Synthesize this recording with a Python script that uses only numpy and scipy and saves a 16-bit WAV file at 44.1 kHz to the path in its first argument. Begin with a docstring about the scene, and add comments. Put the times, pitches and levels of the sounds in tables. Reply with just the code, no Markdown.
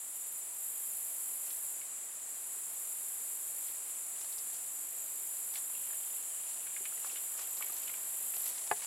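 """A meadow katydid close to the microphone, by a wooded creek in summer. Rubbing its wings, it sings
five ticks and a fluttering buzz, four times over. Behind it, ground crickets and far katydids merge
into a high, steady drone above a wash of leaves and slow water. Leaves rustle, twigs snap and a
wading animal makes small plips. Late on, a faint trill rattles far off in the trees, and near the
end comes a sharp, briefly ringing knock close by, like a dropped twig or fruit."""
import sys
import numpy as np
from scipy import signal
from scipy.fft import rfft, irfft, next_fast_len
from scipy.io import wavfile

SR = 44100
rng = np.random.default_rng(int(sys.argv[2]) if len(sys.argv) > 2 else 0)


def dump_mix(stems):
    """Bounce the given channels to the path in sys.argv[1] as a 16-bit WAV at rate SR."""
    frames = np.atleast_2d(stems).T  # one column per channel
    limited = np.clip(frames, -1, 1)  # hard clip at full scale
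    pcm = np.round(limited * 32767).astype(np.int16)
    wavfile.write(sys.argv[1], SR, pcm)


N = 390726


def from_db(db):
    """Decibels to gain."""
    return 10 ** (np.asarray(db) / 20)


def unit_rms(x):
    """Scale to unit power."""
    return x / np.sqrt(np.mean(x ** 2) + 1e-20)


def seconds():
    """The time of every sample."""
    return np.arange(N) / SR


def gain_curve(rows):
    """Gain that follows rows of time in seconds and level in dB."""
    return from_db(np.interp(seconds(), *np.transpose(rows)))


def held(start, end, attack_s, release_s):
    """Envelope that rises, holds at 1 and falls."""
    t = seconds()
    return np.clip(np.minimum((t - start) / attack_s, (end - t) / release_s), 0, 1)


def at_hz(points, hz):
    """Read a table on a log-frequency axis."""
    knots, values = np.transpose(points)
    return np.interp(np.log(hz + 1), np.log(knots), values)


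def drift(per_s):
    """A random wander with a spread of about 1."""
    steps = rng.standard_normal(4000)
    return np.interp(seconds() * per_s, np.arange(len(steps)), steps) * np.sqrt(3 / 2)


def strokes(per_s, duty):
    """One smooth swell a cycle, as for each closing of the wings."""
    cycle = (np.cumsum(per_s) / SR + rng.random()) % 1
    return np.sin(np.pi * np.minimum(cycle / duty, 1))


def stereo_noise(colour, likeness):
    """Coloured noise; left-right likeness is a number or a table by frequency."""
    size = next_fast_len(N)
    hz = np.fft.rfftfreq(size, 1 / SR)
    alike = np.clip(likeness if np.isscalar(likeness) else at_hz(likeness, hz), 0, 1)
    mid, side = rfft(rng.standard_normal((2, size)))
    spectra = np.sqrt(1 + alike) * mid + np.sqrt(1 - alike) * side * [[1], [-1]]
    return unit_rms(irfft(spectra * from_db(at_hz(colour, hz)), size)[:, :N])


def pan(x, right_db):
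    """Make the right side louder than the left by right_db."""
    return x * from_db(np.array([[-.5], [.5]]) * right_db)


def foliage(x, t60, wet_db):
    """Leaves and trunks scatter a short, diffuse tail, different at each side."""
    t = np.arange(SR // 2) / SR
    tail = rng.standard_normal((2, len(t))) * from_db(-60 * t / t60)
    tail /= np.sqrt(np.sum(tail ** 2, axis=1, keepdims=True))
    return x + from_db(wet_db) * signal.fftconvolve(np.atleast_2d(x), tail, axes=1)[:, :N]


# Katydids heard from far off. Each row: frequency in Hz, relative spectral level in dB.
FAR_COLOUR = [(5500, -43), (7500, -7.5), (8700, -3), (9500, 1), (10300, 2), (11000, -1), (12000, -2.5),
              (13000, -10), (14000, -12.5), (15800, -17.5)]
# Their long buzzes. Each row: start and end in seconds, relative level in dB.
FAR_BUZZES = [(-.3, .8, -51), (.55, 1.984, -46.5), (2.2, 4.9, -48), (5.0, 7.6, -47), (7.8, 9.102, -46.5)]

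def far_katydids(hiss_db=-49, fade_s=.33, gain_db=2.5, flutter_db=.5):
    """Many distant buzzes blur into a hiss; a few stand out as they come and go."""
    buzzes = sum(from_db(db) * held(start, end, fade_s, fade_s) for start, end, db in FAR_BUZZES)
    envelope = np.hypot(from_db(hiss_db), buzzes)
    return stereo_noise(FAR_COLOUR, likeness=.92) * envelope * from_db(gain_db + flutter_db * drift(40))


# The cricket chorus, a little to the left. Each row: frequency in Hz, relative spectral level in dB.
CHORUS_COLOUR = [(5600, -46), (6400, -20.5), (6750, -12), (7000, -5), (7250, -1), (7550, -0.5),
                 (8000, -0.5), (8300, -3.5), (8700, -8.5), (9600, -42)]

def cricket_chorus(start_db=-46, rise_db_per_s=.12, shimmer_db=.88):
    """Countless trills overlap around the pitch of the wings and slowly grow louder."""
    db = start_db + rise_db_per_s * seconds() + shimmer_db * drift(25)
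    return pan(stereo_noise(CHORUS_COLOUR, likeness=.82), right_db=-1) * from_db(db)


# The crickets nearest the microphone. Each row: pitch in Hz, strokes per second, relative level in dB.
CRICKETS = [(7178, 14.3, -60), (6990, 28.5, -66), (7385, 62, -62), (7650, 57, -63), (7860, 35, -64),
            (8020, 44, -62)]
# How hard they sing. Each row: time in seconds, gain in dB.
CRICKET_EFFORT = [(2.2, -2), (4.5, 1), (7.7, 3), (8.8, -4)]

def near_crickets(duty=.64, waver_hz=34, rate_spread=.0158):
    """Each stroke rings the wing at one slightly wavering pitch."""
    out = np.zeros(N)
    for hz, per_s, db in CRICKETS:
        tone = np.sin(2 * np.pi * np.cumsum(hz + waver_hz * drift(110)) / SR)
        gain = from_db(db + 2 * drift(3.2))
        stroke_rate = per_s * (1 + rate_spread * drift(2.03))
        out += gain * unit_rms(tone * strokes(stroke_rate, duty))
    return foliage(out * gain_curve(CRICKET_EFFORT), t60=.32, wet_db=-3.5)


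# The woodland all around. Each row: frequency in Hz, relative spectral level in dB.
AIR_COLOUR = [(20, -12), (60, -14), (120, -9.5), (230, -4), (400, 1), (560, 1), (670, 5.5), (780, 3),
              (1000, 3.5), (1400, 1), (2400, 1), (4500, -4), (7000, -4.5), (16000, -26)]
# Its width at the microphone. Each row: frequency in Hz, left-right likeness from 0 to 1.
AIR_LIKENESS = [(60, 0.55), (200, 0.77), (500, 0.41), (1000, 0.24), (2000, 0.41), (4000, 0.8), (8000, 0.97)]
# Its slow swell. Each row: time in seconds, relative level in dB.
AIR_LEVEL = [(0, -60.5), (1.2, -59), (7.1, -58.5), (7.8, -56.5), (8.5, -58)]

def woodland_air(gain_db=2):
    """The soft, even wash of leaves and slow water."""
    return stereo_noise(AIR_COLOUR, AIR_LIKENESS) * gain_curve(AIR_LEVEL) * from_db(gain_db)


# Leaves close by, crackling or brushed. Each row: frequency in Hz, relative spectral level in dB.
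LEAF_COLOUR = [(200, -25), (700, 4.5), (1500, -1), (3000, 2.5), (5000, 3), (7000, 5.5), (15000, -57)]
# Stirring in the dry undergrowth. Each row: time in seconds, crackles per second.
STIRRING = [(3.2, 4), (4.0, 45), (5.0, 3), (7.0, 35)]

def undergrowth(crackle_db=-63, spread_db=2, decay_s=.007):
    """Dry leaves and twigs give way at random, each with a tiny burst."""
    onsets = rng.random(N) < np.interp(seconds(), *np.transpose(STIRRING)) / SR
    db = crackle_db + spread_db * np.clip(rng.standard_normal(N), -2, 2)
    onset_power = onsets * from_db(db) ** 2
    dying_power = signal.lfilter([1], [1, -np.exp(-2 / (decay_s * SR))], onset_power + 1e-18)
    return stereo_noise(LEAF_COLOUR, likeness=1) * np.sqrt(dying_power)


# The near katydid's resonant wing membrane. Each row: frequency in Hz, relative spectral level in dB.
WING_COLOUR = [(7000, -36), (8800, -12), (9900, -12), (10800, -5.5), (11250, 2), (11500, -3.5), (11750, -1),
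               (12050, -2.5), (12550, 0), (12800, -11), (13050, -3), (13500, -10.5), (14600, -16.5),
               (15800, -28)]
# Its songs, just right of centre. Each row: first tick and tick spacing in seconds, relative tick level
# in dB, buzz start and end in seconds, relative mid-buzz level in dB, swell in dB per second,
# release in seconds.
SONGS = [(.163, .054, -43, .48, 1.88, -45, -1.8, .2), (2.295, .058, -47, 2.58, 3.77, -47.5, 2, .06),
         (4.303, .057, -43.5, 4.6, 6.25, -46.2, 0, .07), (6.82, .06, -43, 7.05, 8.515, -45, 3, .02)]
# The last buzz surges twice. Each row: time in seconds, gain in dB.
SURGES = [(7.4, 0), (7.63, 4.5), (8.0, -1), (8.48, 3)]

def near_katydid(stroke_hz=52.4, slowing_hz_per_s=.79, attack_s=.15, tick_s=.014, tick_gain_db=-2):
    """A file rasps over the wing membrane: single strokes tick, fast ones buzz and gradually slow."""
    t = seconds()
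    effort, rate, ticks = np.zeros(N), np.full(N, stroke_hz), np.zeros(N)
    age = t[:SR // 5] / tick_s
    tick = np.sqrt(2 * age) * np.exp(.5 - age)
    for first, spacing, tick_db, start, end, buzz_db, swell_db_per_s, release_s in SONGS:
        for k in range(5):
            at = round((first + k * spacing - tick_s / 2) * SR)
            ticks[at:at + len(tick)] += from_db(tick_db + tick_gain_db) * tick
        swell_db = swell_db_per_s * (t - (start + end) / 2)
        effort += from_db(buzz_db + swell_db) * held(start, end, attack_s, release_s)
        rate = np.where(t > start, stroke_hz - slowing_hz_per_s * (t - start), rate)
    closing = strokes(rate, duty=.97) ** 2
    flutter = unit_rms(np.hypot(closing, .37))   # the wings rasp softly on opening too
    buzz = effort * gain_curve(SURGES) * flutter
    return pan(stereo_noise(WING_COLOUR, likeness=.96) * np.hypot(buzz, ticks), right_db=1.5)


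# Brushing through nearby leaves. Each row: centre time and length in seconds, level in dB.
RUSTLES = [(1.49, .12, -62), (3.66, .15, -63), (4.218, 0.09, -57), (4.552, .12, -60.5),
           (5.57, 0.054, -55.5), (6.51, 0.094, -59.5), (7.103, 0.2, -58), (7.405, .045, -52.5),
           (7.724, 0.34, -60), (8.462, 0.092, -57), (8.592, 0.36, -57), (8.843, 0.12, -56.5)]

def rustles(grain_db=4):
    """Leaves slide past each other in short, grainy swells."""
    t = seconds()
    swells = sum(from_db(db) * np.exp(-2 * ((t - centre) / length) ** 2) for centre, length, db in RUSTLES)
    return stereo_noise(LEAF_COLOUR, likeness=.97) * swells * from_db(grain_db * drift(250))


# Twigs breaking close by. Each row: start in seconds, level in dB, centre of the crack in Hz.
SNAPS = [(1.503, -49.5, 3800), (3.686, -52, 2600), (3.895, -53, 3500), (4.323, -49.5, 3800),
         (4.381, -43.5, 6330), (5.554, -41, 2920), (7.389, -48, 1600), (7.569, -45, 6000),
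         (7.765, -46, 5400)]

def twigs(decay_s=.0099, attack_s=.001, band_ratio=1.49):
    """Each snap is a sudden, broad crack of noise that dies quickly."""
    out, t = np.zeros(N + SR), np.arange(SR // 10) / SR
    envelope = np.exp(-t / decay_s) * np.minimum(t / attack_s, 1)
    for start, db, hz in SNAPS:
        band = signal.butter(2, [hz / band_ratio, hz * band_ratio], "band", fs=SR, output="sos")
        crack = unit_rms(signal.sosfilt(band, rng.standard_normal(len(t))))
        at = round(start * SR)
        out[at:at + len(t)] += from_db(db) * crack * envelope
    return foliage(out[:N], t60=.2, wet_db=-8)


def pops(rows, decay_s, attack_s, noise_gain, rise):
    """Short rings, each in an octave of noise; a positive rise glides the ring up as it dies."""
    out, t = np.zeros(N + SR), np.arange(SR // 10) / SR
    envelope = np.exp(-t / decay_s) * np.minimum(t / attack_s, 1)
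    for start, db, hz in rows:
        ring = np.sin(2 * np.pi * hz * (t + rise * t ** 2))
        octave = signal.butter(2, [hz / np.sqrt(2), hz * np.sqrt(2)], "band", fs=SR, output="sos")
        noise = unit_rms(signal.sosfilt(octave, rng.standard_normal(len(t))))
        at = round(start * SR)
        out[at:at + len(t)] += from_db(db) * (ring + noise_gain * noise) * envelope
    return out[:N]


# Plips in the creek's shallows. Each row: start in seconds, relative level in dB, pitch in Hz.
PLIPS = [(1.814, -46, 2200), (5.75, -44.5, 2720), (6.668, -42.5, 2220), (6.763, -37.5, 2080),
         (6.853, -34, 2390), (7.044, -37, 1200), (7.096, -41.5, 2680), (7.157, -40, 2970),
         (7.17, -42, 2940), (7.609, -38, 1193), (7.622, -34.5, 2225), (7.696, -42, 1190),
         (7.876, -39.5, 2930), (7.894, -38.5, 2070), (7.938, -40.5, 2330), (8.337, -42, 2610),
         (8.82, -40.5, 2160)]

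def wading(plip_gain_db=-3, slap_gain_db=-11):
    """An animal stirs up bright plips, each with a duller slap an octave below; the banks scatter them."""
    plips = [(start, db + plip_gain_db, hz) for start, db, hz in PLIPS] + faint_splashes()
    slaps = [(start, db + slap_gain_db, hz / 2) for start, db, hz in plips]
    water = pops(plips + slaps, decay_s=.0058, attack_s=.0025, noise_gain=.83, rise=1.6)
    return foliage(water, t60=.22, wet_db=-7)


def faint_splashes(count=12, start_s=5.4, end_s=8.0, db=-52.5, low_hz=877, high_hz=2820):
    """Rows of faint plips at random moments and pitches while the animal wades."""
    return [(start_s + when * (end_s - start_s), db, low_hz * (high_hz / low_hz) ** pitch)
            for when, pitch in rng.random((count, 2))]


# A trill far off in the trees. Each row: frequency in Hz, relative spectral level in dB.
TRILL_COLOUR = [(1200, -28), (2200, -14), (2750, -0.5), (3150, -2), (3700, -9), (5000, -21)]

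def far_trill(start_s=5.68, end_s=8.35, fade_s=.076, notes_per_s=30.0, db=-64.5, sag_db_per_s=1):
    """A rapid rattle of hoarse notes, slowly fading and blurred by the trees."""
    notes = stereo_noise(TRILL_COLOUR, likeness=1) * unit_rms(strokes(np.full(N, notes_per_s), duty=.86))
    effort = from_db(db - sag_db_per_s * (seconds() - start_s))
    return foliage(notes * effort * held(start_s, end_s, fade_s, fade_s), t60=.28, wet_db=-3)


# Handling noise at the microphone. Each row: start in seconds, level in dB, pitch in Hz.
BUMPS = [(6.807, -51.5, 393), (7.128, -50, 377), (7.697, -62, 342)]

def handling_bumps():
    """Each bump is a dull, brief ring at one low pitch."""
    return pops(BUMPS, decay_s=.0081, attack_s=.0016, noise_gain=.74, rise=0)


# The brief ring of a knock close by. Each row: frequency in Hz, relative level in dB,
# seconds to die by 60 dB, lean to the left in dB.
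KNOCK_MODES = [(162, -29, 0.14, 2), (254, -25, 0.085, 4.5), (413, -19, 0.09, 8), (520, -17, 0.056, 1),
               (707, -8.5, 0.079, 16), (783, -8, 0.041, 1), (847, -7.5, 0.052, 2.5), (1040, -2, 0.031, 1),
               (1150, -21, 0.03, 8), (1440, -5, 0.027, 6), (1575, -12, 0.043, 5), (1700, -9, 0.052, 3),
               (1990, -19, 0.078, 7), (2240, -14, 0.054, 6), (2550, -17, 0.033, 16), (4530, -6, .015, 0)]
# The quick contacts that make up the knock. Each row: time in seconds, relative strength in dB.
CONTACTS = [(8.7105, -43), (8.7139, -23), (8.7163, -26), (8.7182, -42), (8.723, -35.5)]

def close_knock(skew_hz=1600, contact_hz=2100):
    """Quick contacts ring briefly, like a dropped twig or fruit; high modes are out of step left to right."""
    t = np.arange(SR // 4) / SR
    ring, blows = 0, np.zeros(N)
    for hz, db, t60, left_db in KNOCK_MODES:
        phase_skew = np.minimum((hz / skew_hz) ** 2, 1) * np.array([[.65], [-.65]])
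        mode = np.cos(2 * np.pi * hz * t + phase_skew) * from_db(db - 60 * t / t60)
        ring = ring + pan(mode, right_db=-left_db)
    for start, db in CONTACTS:
        blows[round(start * SR)] += from_db(db)
    softening = signal.butter(2, [50, contact_hz], "band", fs=SR)   # a soft contact has little treble
    blows = signal.lfilter(*softening, blows)
    knock = signal.fftconvolve(blows[None], ring, axes=1)[:, :N]
    return foliage(knock, t60=.05, wet_db=-16)


def scene():
    """Insects all around the creek, small movements close to the microphone."""
    insects = near_katydid() + far_katydids() + cricket_chorus() + near_crickets()
    background = far_trill() + woodland_air()
    movements = wading() + handling_bumps() + twigs() + undergrowth() + rustles() + close_knock()
    return insects + background + movements


def record(dry, cutoff_hz=15800):
    """The highest treble is cut steeply."""
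    return signal.sosfilt(signal.ellip(12, .1, 80, cutoff_hz, fs=SR, output="sos"), dry)


dry = scene()
out = record(dry)
dump_mix(out)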